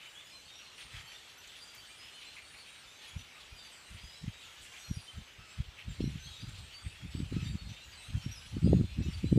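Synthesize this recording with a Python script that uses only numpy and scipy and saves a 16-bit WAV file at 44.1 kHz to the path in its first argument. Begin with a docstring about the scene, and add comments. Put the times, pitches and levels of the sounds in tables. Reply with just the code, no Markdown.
"""A field at the forest edge, with a big flock of grackles chattering some way off.
Each bird's syrinx vibrates regularly for rusty squeaks and thin whistles, chaotically for dry chucks.
Hundreds of calls merge into a wash, and the trees throw the calls back as reverberation.
Gusts of wind come more and more often: their eddies and vortices thump on the microphone."""
import sys
import numpy as np
from scipy import signal
from scipy.fft import rfft, irfft, next_fast_len
from scipy.io import wavfile
from scipy.ndimage import uniform_filter1d, map_coordinates

SR = 44100
rng = np.random.default_rng(int(sys.argv[2]) if len(sys.argv) > 2 else 0)


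def digitize_waveform(pressure):
    """Quantize a signal to 16-bit integers and store it at the path in sys.argv[1].

    Rows of a 2-D input are taken as channels; values are limited to [-1, 1].
    """
    field = np.atleast_2d(pressure).T
    bounded = np.clip(field, -1, 1)
    quanta = np.round(bounded * 32767).astype(np.int16)
    wavfile.write(sys.argv[1], SR, quanta)


N = 413650


def amp(db):
    """The decibel scale: 20 dB is a factor of ten in amplitude."""
    return 10 ** (np.asarray(db) / 20)


def unit(x):
    """Normalisation to rms 1."""
    return x / np.sqrt(np.mean(x ** 2) + 1e-20)


def along(points, hz):
    """Interpolation of (f/Hz, value) points on a logarithmic frequency axis."""
    f, v = np.transpose(points)
    return np.interp(np.log(hz + 1), np.log(f + 1), v)


def curves(rows):
    """Linear interpolation in time: one value per sample for each column after t/s."""
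    s, *cols = np.transpose(rows)
    return [np.interp(np.arange(N) / SR, s, c) for c in cols]


def swells(rows, rise_db_per_s, fall_db_per_s):
    """Exponential rise and decay around each (t/s, hold/s, level/dB); the highest prevails, in dB."""
    t = np.arange(N) / SR
    level_db = np.full(N, -120.)
    for s, hold, db in rows:
        before, after = np.maximum(s - t, 0), np.maximum(t - s - hold, 0)
        level_db = np.maximum(level_db, db - rise_db_per_s * before - fall_db_per_s * after)
    return level_db


def wobble(rate, size=N):
    """Random modulation: a spline through Gaussian knots, rate of them a second."""
    knots = rng.standard_normal(int(size * rate / SR) + 4)
    return map_coordinates(knots, [np.arange(size) * rate / SR], mode="nearest")


def filtered(x, response):
    """Linear filtering: the spectrum of x times a frequency response."""
    m = next_fast_len(len(x) + 2048)
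    return irfft(rfft(x, m) * response(np.fft.rfftfreq(m, 1 / SR)), m)[:len(x)]


def noise(spectrum, size=N):
    """Spectral shaping: white noise coloured by (f/Hz, level/dB) points, at rms 1."""
    return unit(filtered(rng.standard_normal(size), lambda hz: amp(along(spectrum, hz))))


def add(track, s, sound):
    """Superposition: a sound joins the track at s seconds."""
    start = int(np.clip(s * SR, 0, N))
    track[start:start + len(sound)] += sound[:N - start]


def air():
    """Ambient noise: the steady quiet of the field."""
    # spectral density: f/Hz, relative level/dB
    spectrum = [(20, -8), (50, -5), (100, 0), (250, -2.5), (600, -2), (1000, -8), (2000, -17.5),
                (6000, -25.5)]
    return amp(-67) * noise(spectrum)


def rumble(breeze_db):
    """Turbulence: the breeze makes slow pressure fluctuations on the microphone."""
    # spectral density: f/Hz, relative level/dB
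    spectrum = [(15, -40), (35, -5), (65, 1.5), (100, -3.5), (180, -15.5), (350, -41), (900, -80)]
    return amp(breeze_db + 0.5 + 2.3 * wobble(22)) * noise(spectrum)


def eddies(breeze_db, gust_db):
    """Frozen turbulence: faster air sweeps the same eddies past sooner, so they sound higher."""
    # spectral density at a relative speed of 1: f/Hz, relative level/dB
    spectrum = [(15, -38), (30, -25), (45, -7), (65, 1), (120, 0), (200, -11), (300, -19.5), (420, -37.5),
                (600, -45.5), (1200, -97)]
    flurry_db = 4 * wobble(70)
    speed = amp(.09 * (breeze_db + 54) + .13 * (np.maximum(gust_db, -47) + flurry_db + 36))
    pattern = noise(spectrum, size=2 * N)
    pressure = amp(flurry_db) * map_coordinates(pattern, [np.cumsum(speed)], order=3, mode="wrap")
    local_power = uniform_filter1d(uniform_filter1d(pressure ** 2, size=1500), size=1000)
    return pressure / np.sqrt(np.abs(local_power) + 1e-9)


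def vortex(t, hz):
    """The pressure pulse of a passing vortex: a brief swing between push and suction."""
    phase = 2 * np.pi * hz * t
    return np.cos(phase + rng.uniform(0, 2 * np.pi)) / np.cosh(np.clip(phase / 1.45, -50, 50))


def wind():
    """Flow noise: gusts drive eddies and vortices against the microphone, over the breeze's rumble."""
    # the breeze building up between gusts: t/s, relative level/dB
    breeze = [(0, -75), (3.2, -72.5), (5.7, -72.5), (6.1, -54), (6.75, -63), (7.3, -46), (7.8, -62),
              (8.05, -61), (8.4, -54), (8.85, -44.5), (9.38, -48)]
    # gusts: t/s, hold/s, relative level/dB
    gusts = [(.85, .02, -57), (.94, 0.053, -48), (1.04, 0.035, -59), (3.155, 0.04, -41),
             (3.525, 0.007, -47.5), (3.915, .06, -46), (4.04, 0.005, -41.5), (4.23, 0.062, -41.5),
             (4.6, .02, -57), (4.905, 0.0067, -36), (4.965, 0.014, -42.5), (5.16, 0.042, -40.5),
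             (5.39, 0.02, -47), (5.59, 0.014, -37), (5.67, 0.023, -46), (5.87, 0.045, -37.5),
             (6.0, 0.092, -34), (6.12, 0.053, -40.5), (6.255, 0.018, -48), (6.43, 0.062, -41.5),
             (6.5, 0.14, -46.5), (6.855, 0.021, -41), (7.035, 0.027, -39), (7.155, 0.1, -35),
             (7.32, 0.072, -33), (7.42, 0.13, -36.5), (7.62, 0.098, -42.5), (8.09, 0.036, -43.5),
             (8.145, 0.032, -33.5), (8.255, 0.042, -37.5), (8.465, 0.013, -50.5), (8.545, .03, -32),
             (8.64, 0.13, -21), (8.785, 0.049, -25.5), (8.99, 0.02, -26.5), (9.06, 0.028, -32),
             (9.155, .015, -42.5), (9.243, 0.024, -29), (9.323, 0.0091, -20.5), (9.36, .02, -21)]
    # sharp vortices: t/s, envelope peak level/dB, f/Hz
    vortices = [(3.167, -30, 101), (4.243, -30.5, 139), (4.281, -24.5, 128), (4.913, -21, 135),
                (4.973, -30.5, 101), (5.604, -21, 92), (6.007, -20, 242), (6.042, -20.5, 194),
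                (6.078, -23.5, 155), (6.158, -29, 129.7), (6.866, -28, 82), (7.152, -26, 175),
                (7.204, -22.5, 179), (7.326, -26, 230), (7.367, -20.5, 176), (7.555, -23.5, 137),
                (8.154, -21, 85), (8.264, -24.5, 149), (8.569, -22, 198), (8.646, -13, 136),
                (8.676, -17, 277), (8.732, -9.5, 330), (8.751, -13.5, 135), (8.812, -14.5, 177),
                (9.005, -22.5, 166), (9.087, -22.5, 154.1), (9.244, -18.5, 208), (9.328, -12.5, 236),
                (9.377, -10, 224)]
    breeze_db, = curves(breeze)
    gust_db = swells(gusts, rise_db_per_s=806, fall_db_per_s=604)
    low_rumble = rumble(breeze_db)
    buffeting = eddies(breeze_db, gust_db)
    thumps, swept = np.zeros(N), np.zeros(N)
    t = np.arange(-SR // 40, SR // 40) / SR
    for s, db, hz in vortices:
        add(thumps, s + t[0], amp(db) * vortex(t, hz))
        add(swept, s + t[0], np.exp(-(t / 0.0081) ** 2))
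    dip_db = 5.8 * np.minimum(swept, 1)  # a big vortex sweeps the small eddies aside
    return low_rumble + thumps + amp(gust_db - 1.5 - dip_db) * buffeting


def forest(x):
    """Reverberation: the trees return a diffuse tail whose treble rings longest."""
    # time to decay by 60 dB: f/Hz, T60/s
    decay_times = [(500, 0.36), (3000, 0.62), (5000, 0.72), (10000, 0.86)]
    hz, t, bands = signal.stft(rng.standard_normal(SR // 2), SR, nperseg=256)
    decay = amp(-60 * t / along(decay_times, hz)[:, None])
    tail = signal.istft(bands * decay, SR, nperseg=256)[1]
    return signal.fftconvolve(x, tail / np.linalg.norm(tail))[:N]


def scatter(call, spread_s, scatter_db):
    """Multipath interference: grass and ground return a call by longer paths, which roughens it."""
    t = np.arange(SR // 16) / SR
    echoes = rng.standard_normal(len(t)) * np.exp(-t / spread_s)
    direct = t == 0
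    heard = signal.fftconvolve(call, direct + amp(scatter_db) * echoes / np.linalg.norm(echoes))
    return heard * np.linalg.norm(call) / np.linalg.norm(heard)


def patchy(x, depth_db):
    """Amplitude modulation in brief patches, as voices come and go at different pitches."""
    bands = signal.stft(x, nperseg=512)[2]
    patches = uniform_filter1d(rng.standard_normal(bands.shape), size=7, axis=0)  # across frequency
    patches = uniform_filter1d(patches, size=9, axis=1)  # across time
    return unit(signal.istft(bands * amp(depth_db * unit(patches)), nperseg=512)[1][:N])


def wash(chatter_db, shrill_db):
    """Incoherent summation: the farthest voices merge into noise."""
    # spectral density of the chatter: f/Hz, relative level/dB
    chatter_spectrum = [(410, -26), (700, -12.5), (845, -7), (1060, -8), (1290, -4), (1690, -4.5),
                        (2250, -2.5), (3090, -2.5), (4750, -8), (5340, -12.5), (6000, -13), (7800, -38),
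                        (13200, -120)]
    # spectral density of the shrill calls: f/Hz, relative level/dB
    shrill_spectrum = [(3500, -33), (5000, -7), (6300, -1.5), (7800, 2), (9000, -6), (11000, -8.5),
                       (13000, -13), (15300, -26)]
    chatter = amp(chatter_db - 3) * patchy(noise(chatter_spectrum), depth_db=1.9)
    hiss = amp(shrill_db - 3) * patchy(noise(shrill_spectrum), depth_db=2.5)
    return chatter + hiss


def note(length):
    """The amplitude envelope of a call: its progress from 0 to 1, and its rounded swell."""
    u = np.linspace(0, 1, max(int(length * SR), 64))
    return u, unit(np.abs(np.sin(np.pi * u ** 0.68)) ** 0.32)


def squeak(length, pitch_hz, glide_hz, rough, overtone_db):
    """Self-sustained oscillation of the syrinx: a gliding whistle, made buzzy by membrane flutter."""
    u, swell = note(length)
    arch = 1 - 0.0056 * np.cos(2 * np.pi * u)  # the pitch bulges in mid-call
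    hz = pitch_hz * arch + glide_hz * (u - .5)
    flutter_depth = rough * np.sqrt(np.abs(hz) / 5000)  # high calls flutter more
    flutter = flutter_depth * (wobble(420, len(u)) + wobble(50, len(u)) / 2)
    phase = 2 * np.pi * np.cumsum(hz * (1 + flutter)) / SR
    overtone = amp(overtone_db) * (hz < SR / 4) * np.sin(2 * phase)
    shimmer = amp(2.0 * wobble(124, len(u)) + 1.24 * wobble(28.4, len(u)))
    return unit(swell * shimmer * (np.sin(phase) + overtone))


def chuck(length, centre_hz, octaves):
    """Source and filter: a harsh burst of chaotic syrinx flutter through one broad throat resonance."""
    u, swell = note(length)
    source = swell * amp(1.4 * wobble(247, len(u))) * rng.standard_normal(len(u))
    throat = lambda hz: 1 / (1 + (np.log2((hz + 1) / centre_hz) / octaves) ** 2)
    return unit(filtered(source, throat))


def creak(length, pitch_hz):
    """A harmonic series on a jittering fundamental: a nasal creak."""
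    # partials: harmonic number, relative level/dB
    harmonics = [(1, 3.5), (2, 5.5), (3, -6), (4, -2), (5, -16), (6, -10), (7, -26)]
    u, swell = note(length)
    phase = 2 * np.pi * np.cumsum(pitch_hz + 14 * wobble(288, len(u))) / SR
    return unit(swell * sum(amp(db) * np.sin(round(k) * phase) for k, db in harmonics))


def far_squeaks(count, centre_hz, spread):
    """Superposition of many birds squeaking in loose succession, at random pitches and distances."""
    out = np.zeros(N)
    times = (np.arange(count) + rng.uniform(-1, 1, count)) * N / SR / count
    traits = 2 * np.tanh(rng.standard_normal((count, 4)) / 2)
    for s, (pitch, duration, glide, nearness) in zip(times, traits):
        hz = centre_hz * np.exp(spread * pitch)
        length = 0.068 * np.exp(.4 * duration)
        call = squeak(length, hz, 0.0556 * hz * glide, rough=0.01066, overtone_db=-12)
        add(out, s, amp(4.7 * nearness) * call)
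    return unit(out)


def far_chucks(count):
    """A random point process: the flock's contact calls fall independently of one another."""
    out = np.zeros(N)
    times = rng.uniform(0, N / SR, count)
    traits = rng.standard_normal((count, 3)).clip(-2, 2)
    for s, (pitch, duration, nearness) in zip(times, traits):
        call = chuck(0.024 * np.exp(0.34 * duration), 2800 * np.exp(.16 * pitch), octaves=0.34)
        add(out, s, amp(3 * nearness) * call)
    return unit(out)


def near_birds():
    """Calls above the masking threshold: the nearer birds stand out singly from the crowd."""
    # squeaks and whistles: t/s, length/s, f/Hz, glide over the call/Hz, relative level/dB
    squeaks = [(0.016, 0.15, 2980, -120, -58.5), (0.026, .19, 8950, -650, -72),
               (.15, 0.065, 3410, 393, -51), (.262, .096, 5130, 60, -64), (0.327, 0.073, 4105, -70, -54),
               (.478, 0.1, 3660, -95, -57.5), (0.516, 0.14, 5700, 220, -60.5), (0.614, .1, 4220, -400, -60),
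               (1.061, 0.09, 11000, -2000, -69), (1.068, 0.044, 4470, 0, -57),
               (1.132, 0.054, 3560, 194, -54.5), (1.28, .04, 9950, 300, -71),
               (1.373, 0.034, 11950, 1095, -66), (1.382, 0.036, 6030, 0, -58.5),
               (1.554, 0.06, 9530, 0, -66), (1.611, 0.041, 4750, 2, -50.5), (1.779, 0.043, 4640, 88, -55.5),
               (1.866, .067, 8600, 98, -60.5), (1.98, 0.091, 5090, 150, -58.5),
               (2.121, 0.11, 2990, -57, -57.5), (2.143, .095, 9540, -200, -66.5),
               (2.264, 0.058, 4130, 88, -54.5), (2.471, 0.17, 9460, 340, -65.5),
               (2.575, .057, 4480, -4, -56.5), (2.647, 0.18, 8800, -450, -64.5),
               (3.072, 0.037, 10550, 300, -63), (3.173, .044, 5900, 120, -59.5),
               (3.164, .05, 11700, 400, -73), (3.557, .13, 4680, -320, -57),
               (3.715, 0.036, 7950, -800, -58.5), (3.836, .08, 8600, 80, -65), (3.89, .08, 9400, -500, -67),
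               (3.997, 0.18, 4940, 260, -58.5), (4.118, .16, 5330, 380, -65), (4.121, 0.076, 3940, 40, -57),
               (4.797, 0.18, 5740, -200, -57.5), (4.835, 0.056, 4200, -120, -54.5),
               (4.909, 0.12, 9530, 100, -64), (4.948, 0.081, 4780, -190, -58),
               (5.003, .13, 9000, -700, -65), (5.078, 0.038, 3090, -74, -48.5),
               (5.486, 0.059, 7630, 0, -61), (5.89, 0.04, 7260, -130, -60),
               (6.008, 0.079, 4110, -370, -55.5), (6.01, 0.076, 5660, 570, -59),
               (6.194, .1, 6180, 118, -58.5), (6.245, 0.18, 3796, -41, -54.5),
               (6.262, 0.038, 3283, 38, -50.5), (6.403, 0.045, 4800, 103, -55),
               (6.736, 0.056, 4565, -70.5, -52), (6.815, 0.1, 8200, -200, -62.5),
               (7.101, .13, 7880, -38.5, -62), (7.104, .13, 4650, -80, -64),
               (7.44, 0.13, 7370, -300, -63.5), (7.459, 0.045, 3700, 162, -50.5),
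               (7.571, 0.056, 4400, 147.5, -58), (7.686, .072, 6070, 450.5, -61.5),
               (7.92, 0.047, 4740, -140, -58), (7.953, 0.11, 8260, 500, -61),
               (7.968, 0.096, 3900, -350, -57.5), (8.217, .084, 5560, 160, -56.5),
               (8.313, 0.033, 5760, -300, -49), (8.354, 0.16, 10280, -150, -66),
               (8.356, 0.042, 5150, -280, -53), (8.638, 0.054, 4820, 150, -54.5),
               (8.674, 0.35, 4125, 41, -63), (8.682, 0.13, 6680, 160, -64.5), (9.019, .05, 5900, 500, -60),
               (9.131, 0.027, 4580, 1, -51), (9.254, 0.047, 3975, 59, -53.5)]
    # harsh chucks and rasps: t/s, length/s, centre f/Hz, relative level/dB
    chucks = [(.0, 0.054, 2600, -52.5), (0.597, 0.032, 2800, -55), (.778, 0.045, 2700, -52),
              (1.119, .043, 2830, -57), (1.47, 0.1, 3340, -54.5), (1.556, .078, 3550, -56),
              (2.008, 0.11, 3000, -52), (2.24, .055, 2600, -55), (2.365, 0.039, 2300, -48),
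              (2.647, 0.056, 2700, -54), (4.409, 0.073, 3200, -53), (4.564, 0.075, 3330, -56.5),
              (4.719, 0.08, 2400, -56), (5.785, 0.044, 2420, -48), (6.004, .02, 3000, -49.5),
              (6.137, .13, 2850, -55.5), (6.251, .32, 3670, -59), (6.548, 0.073, 3700, -54),
              (6.706, 0.049, 2880, -53), (7.692, .029, 2800, -54), (7.766, 0.027, 2800, -51.5),
              (8.213, .047, 2900, -53), (9.191, 0.071, 2500, -57.5)]
    # short bright ticks: t/s, length/s, centre f/Hz, relative level/dB
    ticks = [(0.777, 0.018, 9000, -69.5), (1.473, 0.01, 7000, -59), (1.746, 0.011, 12800, -60.5),
             (4.613, 0.055, 7750, -60.5), (6.485, .016, 7600, -61), (6.577, .025, 7900, -64),
             (8.022, 0.071, 9500, -70)]
    # nasal creaks: t/s, length/s, fundamental f/Hz, relative level/dB
    creaks = [(2.818, 0.052, 1316, -65), (5.379, 0.14, 1300, -64), (5.474, 0.11, 1282, -64),
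              (6.3, 0.18, 1276, -70), (7.359, 0.1, 1290, -58.5)]
    out = np.zeros(N)
    for s, length, hz, glide_hz, db in squeaks:
        call = squeak(length, hz, glide_hz, rough=.0085, overtone_db=-17.5)
        add(out, s, amp(db - 2.3) * scatter(call, spread_s=0.014, scatter_db=-6.5))
    for s, length, hz, db in chucks:
        add(out, s, amp(db - 3) * chuck(length, hz, octaves=0.29))
    for s, length, hz, db in ticks:
        add(out, s, amp(db + 1.5) * chuck(length, hz, octaves=0.23))
    for s, length, hz, db in creaks:
        add(out, s, amp(db) * creak(length, hz))
    return out


def flock():
    """Direct and reverberant sound of the calls over the wash; far voices follow the flock's excitement."""
    # the flock's excitement: t/s, relative chatter level/dB, relative shrill level/dB
    excitement = [(0, -54.5, -64), (.4, -58, -63), (.55, -54.5, -65), (1.3, -54.5, -63.5), (1.6, -55, -63),
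                  (2.3, -54.5, -64), (3.35, -54.5, -64.5), (3.7, -54, -63), (4.25, -55, -64.5),
                  (4.85, -53.5, -60.5), (5.03, -56, -65), (5.73, -56.5, -69.5), (6.15, -55, -63.5),
                  (6.55, -55.5, -64.5), (7.6, -56, -66.5), (8.25, -53.5, -62.5), (8.95, -56, -66.5),
                  (9.38, -55, -62.5)]
    # many birds call at once: t/s, hold/s, rise in level/dB (ignored if negative)
    outbursts = [(.78, 0.044, 4), (.92, 0.1, 3.5), (1.12, 0.068, 2), (1.74, .03, 3), (3.02, 0.084, 3.5),
                 (4.72, 0.1, 1.5), (5.45, 0.17, 2), (5.79, 0.061, 1), (7.33, 0.15, 3.5), (8.0, 0.11, -4),
                 (9.05, 0.16, 2.5)]
    outburst_db = np.maximum(swells(outbursts, rise_db_per_s=500, fall_db_per_s=250), 0)
    chatter_db, shrill_db = curves(excitement) + outburst_db
    squeaks = amp(-8) * far_squeaks(count=300, centre_hz=3200, spread=.21)
    gurgles = amp(-19) * far_squeaks(count=70, centre_hz=1550, spread=.22)
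    whistles = amp(-7.3) * far_squeaks(count=170, centre_hz=7300, spread=.2)
    crowd = squeaks + gurgles + amp(-7.5) * far_chucks(count=300)
    calls = near_birds() + amp(chatter_db) * crowd + amp(shrill_db) * whistles
    return wash(chatter_db, shrill_db) + amp(-0.5) * calls + amp(-5) * forest(calls)


def scene():
    """Superposition of birds, wind and the quiet air of the field, in one channel."""
    return (flock() + wind() + air())[None]


def record(dry):
    """Band limiting removes the deepest rumble and highest treble; a brief fade ends without a click."""
    low_hz, top_hz, fade_s = 32, 15283, .003
    highpass = signal.butter(2, low_hz, "highpass", fs=SR, output="sos")
    lowpass = signal.ellip(12, .1, 80, top_hz, fs=SR, output="sos")
    fade = np.minimum(np.arange(N)[::-1] / (fade_s * SR), 1)
    return signal.sosfilt(lowpass, fade * signal.sosfilt(highpass, dry))


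dry = scene()
out = record(dry)
digitize_waveform(out)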